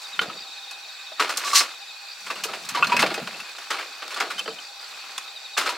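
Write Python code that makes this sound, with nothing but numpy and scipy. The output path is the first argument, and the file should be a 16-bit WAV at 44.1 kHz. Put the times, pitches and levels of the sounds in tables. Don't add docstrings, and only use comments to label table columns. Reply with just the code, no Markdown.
import sys
import numpy as np
from scipy import signal
from scipy.fft import rfft, irfft, next_fast_len
from scipy.io import wavfile
from scipy.ndimage import uniform_filter1d

SR = 44100
rng = np.random.default_rng(int(sys.argv[2]) if len(sys.argv) > 2 else 0)


def transcribe(signal):
    frames = np.atleast_2d(signal).T
    limited = np.clip(frames, -1, 1)
    pcm = np.round(limited * 32767).astype(np.int16)
    wavfile.write(sys.argv[1], SR, pcm)


N = 254456
SIZE = next_fast_len(N)
HZ = np.fft.rfftfreq(SIZE, 1 / SR)


def amp(db):
    return 10 ** (np.asarray(db) / 20)


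def evened(x):
    return x / np.sqrt(np.mean(x ** 2) + 1e-20)


def read(points, hz):
    f, value = np.transpose(points)
    return np.interp(np.log(hz + 1), np.log(f + 1), value)


def add(mix, start_s, sound):
    part = mix[..., round(start_s * SR):][..., :sound.shape[-1]]
    part += sound[..., :part.shape[-1]]


def peak(hz, width_hz):
    return 1 / (1 + 2j * (HZ - hz) / width_hz) ** 2


def pair(same):
    a, b = rfft(rng.standard_normal((2, SIZE)))
    likeness = np.clip(read(same, HZ), 0, 1)
    mid = np.sqrt((1 + likeness) / 2) * a
    side = np.sqrt((1 - likeness) / 2) * b
    return np.array([mid + side, mid - side])


def coloured(spectra, gain):
    return evened(irfft(spectra * gain, SIZE)[:, :N])


def grit(per_s, spread_db, grain_s):
    sizes = amp(spread_db * np.minimum(rng.exponential(1, N), 4))
    hits = sizes * (rng.random(N) < per_s / SR)
    grains = signal.lfilter([1], [1, -np.exp(-1 / (grain_s * SR))], hits)
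    return evened(0.43 + evened(grains))


def level(tables, lean=0, shift_db=0, fade_s=0.0033):
    out = np.zeros(N)
    for rows in tables:
        rows = np.array(rows)
        t = np.arange(rows[0, 0], rows[-1, 0], 1 / SR)
        db = np.interp(t, rows[:, 0], rows[:, 1] + shift_db + lean * rows[:, -1])
        fade = signal.windows.tukey(len(t), min(fade_s / (t[-1] - t[0]), 1))
        add(out, t[0], amp(db) * fade)
    return out


# pitch_hz, level_db
NIGHT_WASH = [(25, -88.5), (120, -33), (260, -29), (600, -13.5), (1300, -8), (2000, -10.5), (3200, -13),
              (5500, -17), (9000, -23.5), (16000, -28)]
# pitch_hz, width_hz, level_db on the scale of the wash
FAR_BANDS = [(799.5, 49, 1), (1503, 58, -4), (2512, 202, 2), (3680, 560, -3), (4480, 740, -1.5),
             (5660, 920, -10.5), (7370, 1280, -13)]
# pitch_hz, share (0 to 1)
NIGHT_LIKENESS = [(60, 0.73), (240, 0.52), (950, 0.77), (3770, 0.64), (15000, 0.088)]
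NIGHT_RMS_DB = -40.5


def night():
    bands = sum(abs(amp(db) * peak(hz, width)) ** 2 for hz, width, db in FAR_BANDS)
    gain = np.sqrt(amp(read(NIGHT_WASH, HZ)) ** 2 + bands)
    _, _, cells = signal.stft(coloured(pair(NIGHT_LIKENESS), 1), SR, nperseg=512)
    patches = uniform_filter1d(rng.standard_normal(cells.shape[1:]), size=6, axis=0)
    patches = evened(uniform_filter1d(patches, size=6, axis=1))
    wash = signal.istft(cells * amp(1.6 * patches), SR, nperseg=512)[1]
    return amp(NIGHT_RMS_DB) * coloured(rfft(wash, SIZE), gain)


# start_s, notes (count), first_gap_s, level_db
TREE_PHRASES = [(0.035, 3, 0.086, -33), (0.314, 9, 0.0487, -37.5), (0.824, 2, 0.056, -38),
                (1.001, 4, 0.055, -39.5), (1.678, 4, 0.063, -41.5), (5.266, 5, 0.086, -35)]
# start_s, level_db before each pulse's own step
FIELD_TRILLS = [(.035, -34), (0.373, -32), (2.083, -32), (4.455, -34), (4.62, -34), (4.794, -32)]
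SLOWING, LEAD_IN_DB = 1.015, -2.5


def crickets():
    def note(hz, drop_hz, length_s):
        pitch = np.linspace(hz, hz - drop_hz, round(length_s * SR))
        tone = np.sin(2 * np.pi * np.cumsum(pitch) / SR)
        return tone * signal.windows.tukey(len(pitch), .7)

    out = np.zeros((2, N))
    for s, notes, gap_s, db in TREE_PHRASES:
        for k in range(round(notes)):
            add(out, s, amp(db + LEAD_IN_DB * (k == 0)) * note(4030., 512.0, 0.038))
            s += gap_s * SLOWING ** k
    for s, db in FIELD_TRILLS:
        for k, step_db in enumerate((-4.0, -7.0, -2.0, -3.3)):
            add(out, s + 0.0155 * k, amp(db + step_db) * note(5040.0, 580.0, 0.0097))
    for when, size, kind, side in rng.random((220, 4)):
        stroke = amp(-50 + 8 * size) * note(3880 + 700 * kind ** 2, 387, 0.0255)
        add(out, when * N / SR, stroke * [[1.3 - side], [.3 + side]])
    return out


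# start_s, strongest_s, end_s, level_db at the strongest
PILE_SHIFTS = [(0.106, 0.238, 0.44, -48), (2.19, 2.477, 3, -50.5), (2.687, 3.03, 3.44, -36),
               (4.114, 4.487, 4.68, -53.5)]
# pitch_hz, level_db
RUMBLE = [(25, -20), (70, -19), (130, -2.5), (190, 8), (260, 1.5), (340, -29.5)]
# pitch_hz, share (0 to 1)
NEAR_LIKENESS = [(500, 1), (2000, 1), (5000, 0.94), (15000, 0.93)]
PILE_ENDS_DB = -19.5


def pile():
    lumps = grit(80, 4, .015)
    swells = [[(start, db + PILE_ENDS_DB), (strongest, db), (end, db + PILE_ENDS_DB)]
              for start, strongest, end, db in PILE_SHIFTS]
    rumble = coloured(pair(NEAR_LIKENESS), amp(read(RUMBLE, HZ)))
    return level(swells, fade_s=0.06) * lumps * rumble


# time_s, level_db
STEEL_SLIDES = [
    [(1.43, -39), (1.475, -38), (1.514, -41.5), (1.542, -35.5), (1.558, -18), (1.59, -20.5), (1.62, -37),
     (1.68, -56)],
]
# pitch_hz, level_db
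SHEET_MODES = [(300, -37), (1000, -2.5), (2500, 3.5), (5000, 7.5), (8000, 1.5), (16000, -18)]
PAN_HZ = [3820, 4050, 4460, 4930, 5220, 5890, 7270]
PAN_DB = [-4, -2, -6, -7, -2, -3, -8]


def pan():
    drive, slide = pair(NEAR_LIKENESS), level(STEEL_SLIDES, fade_s=.06)
    clear = coloured(drive, sum(amp(db) * peak(hz, 62.0) for hz, db in zip(PAN_HZ, PAN_DB)))
    dense = coloured(drive, amp(read(SHEET_MODES, HZ))) * grit(1200., 1.4, 0.011)
    log = amp(-16.0) * slide ** 0.5 * coloured(drive, peak(1132.0, 67.0))
    return slide * (clear + amp(6.5) * dense) + log


# start_s, rattle_db, brightness_db, struck_pitch_hz, ring_db,
# t60_s (of the rattle's middle band; also shapes the ring)
LOG_CONTACTS = [(0.192, -24, 2, 1425, -8.5, 0.032), (0.194, -28, -11, 2210, -10.5, 0.013),
                (0.212, -24.5, 3, 400, -31, 0.18), (0.295, -37, -8, 1300, -26.5, 0.17),
                (0.709, -36, 20, 2570, -35, 0.11), (1.118, -44, -15, 730, -33, 0.085),
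                (1.196, -16.5, 1.5, 1228, -9.5, 0.29), (1.291, -22.5, 10, 1250, -21, 0.2),
                (1.371, -32.5, 44.5, 1450, -38, 0.1), (1.531, -31, 30, 1205, -14.5, 0.238),
                (1.605, -19.5, 7, 1120, -19, 0.16), (2.264, -34, 7, 1580, -35, 0.21),
                (2.301, -23, -1.5, 1150, -17, 0.13), (2.354, -36, 4, 2840, -30, 0.69),
                (2.436, -26.5, 29.5, 2960, -20, 0.12), (2.453, -36, -20, 450, -32.5, 0.086),
                (2.485, -33, -9, 1234, -27, 0.26), (2.533, -26, -2.5, 2730, -40, 0.17),
                (2.649, -44, 31, 2400, -47, 0.086), (2.688, -29, 29.5, 2520, -34, 0.095),
                (2.747, -24, -3.5, 1160, -19.5, 0.32), (2.77, -28, 1, 980, -19, 0.16),
                (2.825, -28, 10, 1166, -4, 0.069), (2.829, -37, 4, 1425, -12.5, 0.12),
                (2.844, -21, 7, 1450, -16, 0.063), (2.869, -23, 13, 4300, -23, 0.078),
                (2.893, -26.5, -8, 1073, -24, 0.35), (2.915, -37, -6, 2570, -22.5, 0.34),
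                (2.919, -21.5, -9.5, 1020, -13, 0.18), (2.966, -16.5, 5, 2570, -15, 0.064),
                (2.991, -16, 9.5, 2110, -8, 0.19), (3.021, -22, 27, 4280, -30, 0.05),
                (3.026, -10, -18, 1186, -7, 0.061), (3.035, -23.5, -26, 610, -14, 0.1),
                (3.062, -18.5, -3, 2320, -19, 0.098), (3.102, -26.5, -15, 1160, -29, 0.18),
                (3.141, -24, 16, 2510, -21.5, 0.099), (3.176, -26, -22, 430, -33, 0.1),
                (3.273, -25, 2, 2700, -38, 0.064), (3.34, -44.5, -35, 2650, -29, 0.097),
                (3.401, -39, 26, 2710, -25, 0.073), (3.581, -35, 10, 3750, -33, 0.18),
                (3.703, -20.5, 7, 1400, -25.5, 0.21), (3.74, -31.5, 0, 1160, -25, 0.43),
                (3.786, -29.5, 5.5, 1940, -25, 0.27), (4.02, -30.5, -2.5, 1077, -35, 0.17),
                (4.079, -29, 12, 2580, -32, 0.025), (4.105, -31.5, 7, 2310, -33, 0.41),
                (4.143, -35.5, 26, 3500, -20, 0.08), (4.16, -28.5, 2, 1190, -27, 0.35),
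                (4.201, -18.5, -0.5, 2924, -34, 0.2), (4.302, -28, 8, 1364, -25.5, 0.22),
                (4.38, -30, 11, 3070, -23, 0.13), (4.392, -31.5, 24, 3040, -13, 0.064),
                (4.397, -38, -13, 2620, -25, 0.1), (4.457, -35, -30, 3030, -29, 0.17),
                (4.478, -29, -7, 1310, -21, 0.052), (4.481, -44, -16, 466, -24.5, 0.14),
                (4.503, -46, -23, 3070, -33, 0.25), (4.586, -38, -6, 3100, -27, 0.06),
                (5.179, -24.5, 22.5, 3400, -18, 0.046), (5.567, -28, 2, 1160, -24, 0.11),
                (5.574, -15.5, 14.5, 3470, -14.5, 0.16), (5.61, -26.5, 5, 3570, -32, 0.48),
                (5.659, -23, 2, 1332, -19, 0.38), (5.691, -29.5, 24, 965, -24, 0.14)]
# pitch_hz, t60_s
WOOD_MODES = [(450, 0.33), (640, 0.087), (968, 0.51), (1160, 0.07), (1290, 0.087), (1425, 0.12),
              (1630, 0.022), (2130, 0.033), (2300, 0.038), (2530, 0.46), (2670, 0.2), (2840, 0.048),
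              (3070, 0.066), (3500, 0.033), (4280, 0.11)]
# time_s, level_db, brightness_db
RUBS = [
    [(0.0, -51.5, 38), (0.27, -43.5, -13), (0.75, -73, 14)],
    [(1.18, -45, 2), (1.484, -30.5, 4), (1.75, -45.5, 7)],
    [(2.1, -57, 22), (2.29, -49.5, 23), (2.85, -39, 1.5), (4.68, -51, 15.5)],
    [(4.8, -45.5, 7), (5.29, -45.5, 7.5)],
    [(5.58, -40, 6), (5.77, -53, 21)],
]
# pitch_hz, level_db
THUD_BAND = [(150, -46), (260, -5), (420, -0.5), (800, -0.5), (1200, -48)]
# pitch_hz, level_db
RATTLE_BAND = [(300, -24), (600, -12.5), (1200, 1.5), (2000, -3), (3000, -4), (5000, -9.5), (7000, -46)]
# pitch_hz, level_db
CRACK_BAND = [(2400, -15.5), (4000, 2.5), (6000, 4), (10000, -7), (16000, -19)]
# pitch_hz, level_db
SNAP_BAND = [(5000, -40), (8000, 3), (12000, 0), (16000, -12)]
EDGES_DB = -10.5
SNAP_DB, SNAP_LEAN = -33.5, 0.95
RUB_THUD, RUB_CRACK = -0.96, 0.49
PARTNER, SPLIT_HZ = 2.29, 1800.
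ABOVE_DB_PER_S, BELOW_DB = -71, -28


def logs():
    band_powers = np.zeros((4, N))
    rings, t = np.zeros(N), np.arange(SR // 4) / SR
    hz, t60 = np.transpose(WOOD_MODES)
    luck = rng.standard_normal((len(LOG_CONTACTS), len(WOOD_MODES)))
    for (s, db, bright_db, struck_hz, ring_db, fade), odds in zip(LOG_CONTACTS, luck):
        fades = fade * np.array([[1.6], [1.], [.7], [.6]])
        rises = min(fade, .12) * np.array([[.05], [.015], [.012], [.012]])
        shape = (1 - np.exp(-t / rises)) * amp(-60 * t / fades)
        band_db = np.array([[EDGES_DB - bright_db / 2], [0], [EDGES_DB + bright_db / 2],
                            [SNAP_DB + SNAP_LEAN * bright_db]])
        add(band_powers, s, (amp(db + band_db) * shape) ** 2)

        if struck_hz < SPLIT_HZ:
            partner = (struck_hz * PARTNER, ring_db + ABOVE_DB_PER_S * fade)
        else:
            partner = (struck_hz / PARTNER, ring_db + BELOW_DB)
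        reach = 0
        for f, d in ((struck_hz, ring_db), partner):
            octaves = np.log2(hz / f)
            nearest = amp(-1500. * octaves ** 2) + 1e-9
            others = 0.27 * abs(odds) * amp(-40. * octaves ** 2)
            reach = reach + amp(d) * (nearest / np.linalg.norm(nearest) + others)
        grip = 0.041 + amp(-55. * t / fade)
        modes = grip * amp(-60 * t / t60[:, None]) * np.sin(2 * np.pi * hz[:, None] * t)
        add(rings, s, reach @ modes * (1 - np.exp(-t / (0.018 * min(fade, .12)))))

    rough = np.array([grit(300., 5.9, 0.004), grit(560.0, 1.1, 0.0013),
                      grit(820.0, 6.0, 0.0021), grit(800., 5.4, .002)])
    rubs = rough * np.array([level(RUBS, RUB_THUD, EDGES_DB), level(RUBS),
                             level(RUBS, RUB_CRACK, EDGES_DB), level(RUBS, RUB_CRACK, SNAP_DB)])
    loud = np.sqrt(rubs ** 2 + band_powers * rough ** 0.98)
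    woody = 1 + 0.5 * abs(sum(peak(f, 74.0) for f in hz))
    gains = [amp(read(band, HZ)) for band in (THUD_BAND, RATTLE_BAND, CRACK_BAND, SNAP_BAND)]
    gains[1] = woody * gains[1]
    return rings + sum(b * coloured(pair(NEAR_LIKENESS), g) for b, g in zip(loud, gains))


def ground(x):
    signs = rng.choice([-1., 1.], (2, 4000))
    chosen = rng.random((2, 4000)) < .05
    taps = signs * chosen * amp(-60 * np.arange(4000) / SR / 0.083)
    taps = np.diff(taps)
    taps = taps / np.linalg.norm(taps, axis=1, keepdims=True)
    return signal.oaconvolve(x, taps, axes=1)[:, :N]


def scene():
    near = logs() + pan()
    no_bass = signal.butter(4, 230., "highpass", fs=SR, output="sos")
    near = signal.sosfilt(no_bass, near)
    return near + amp(-2.5) * ground(near) + pile() + crickets() + night()


def record(dry):
    held = dry / (1 + dry ** 4) ** .25
    held = signal.sosfilt(signal.butter(2, 80, "highpass", fs=SR, output="sos"), held)
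    band_limit = signal.firwin(1023, 15950, window=("kaiser", 12), fs=SR)
    return signal.oaconvolve(held, band_limit[None], "same")


dry = scene()
out = record(dry)
transcribe(out)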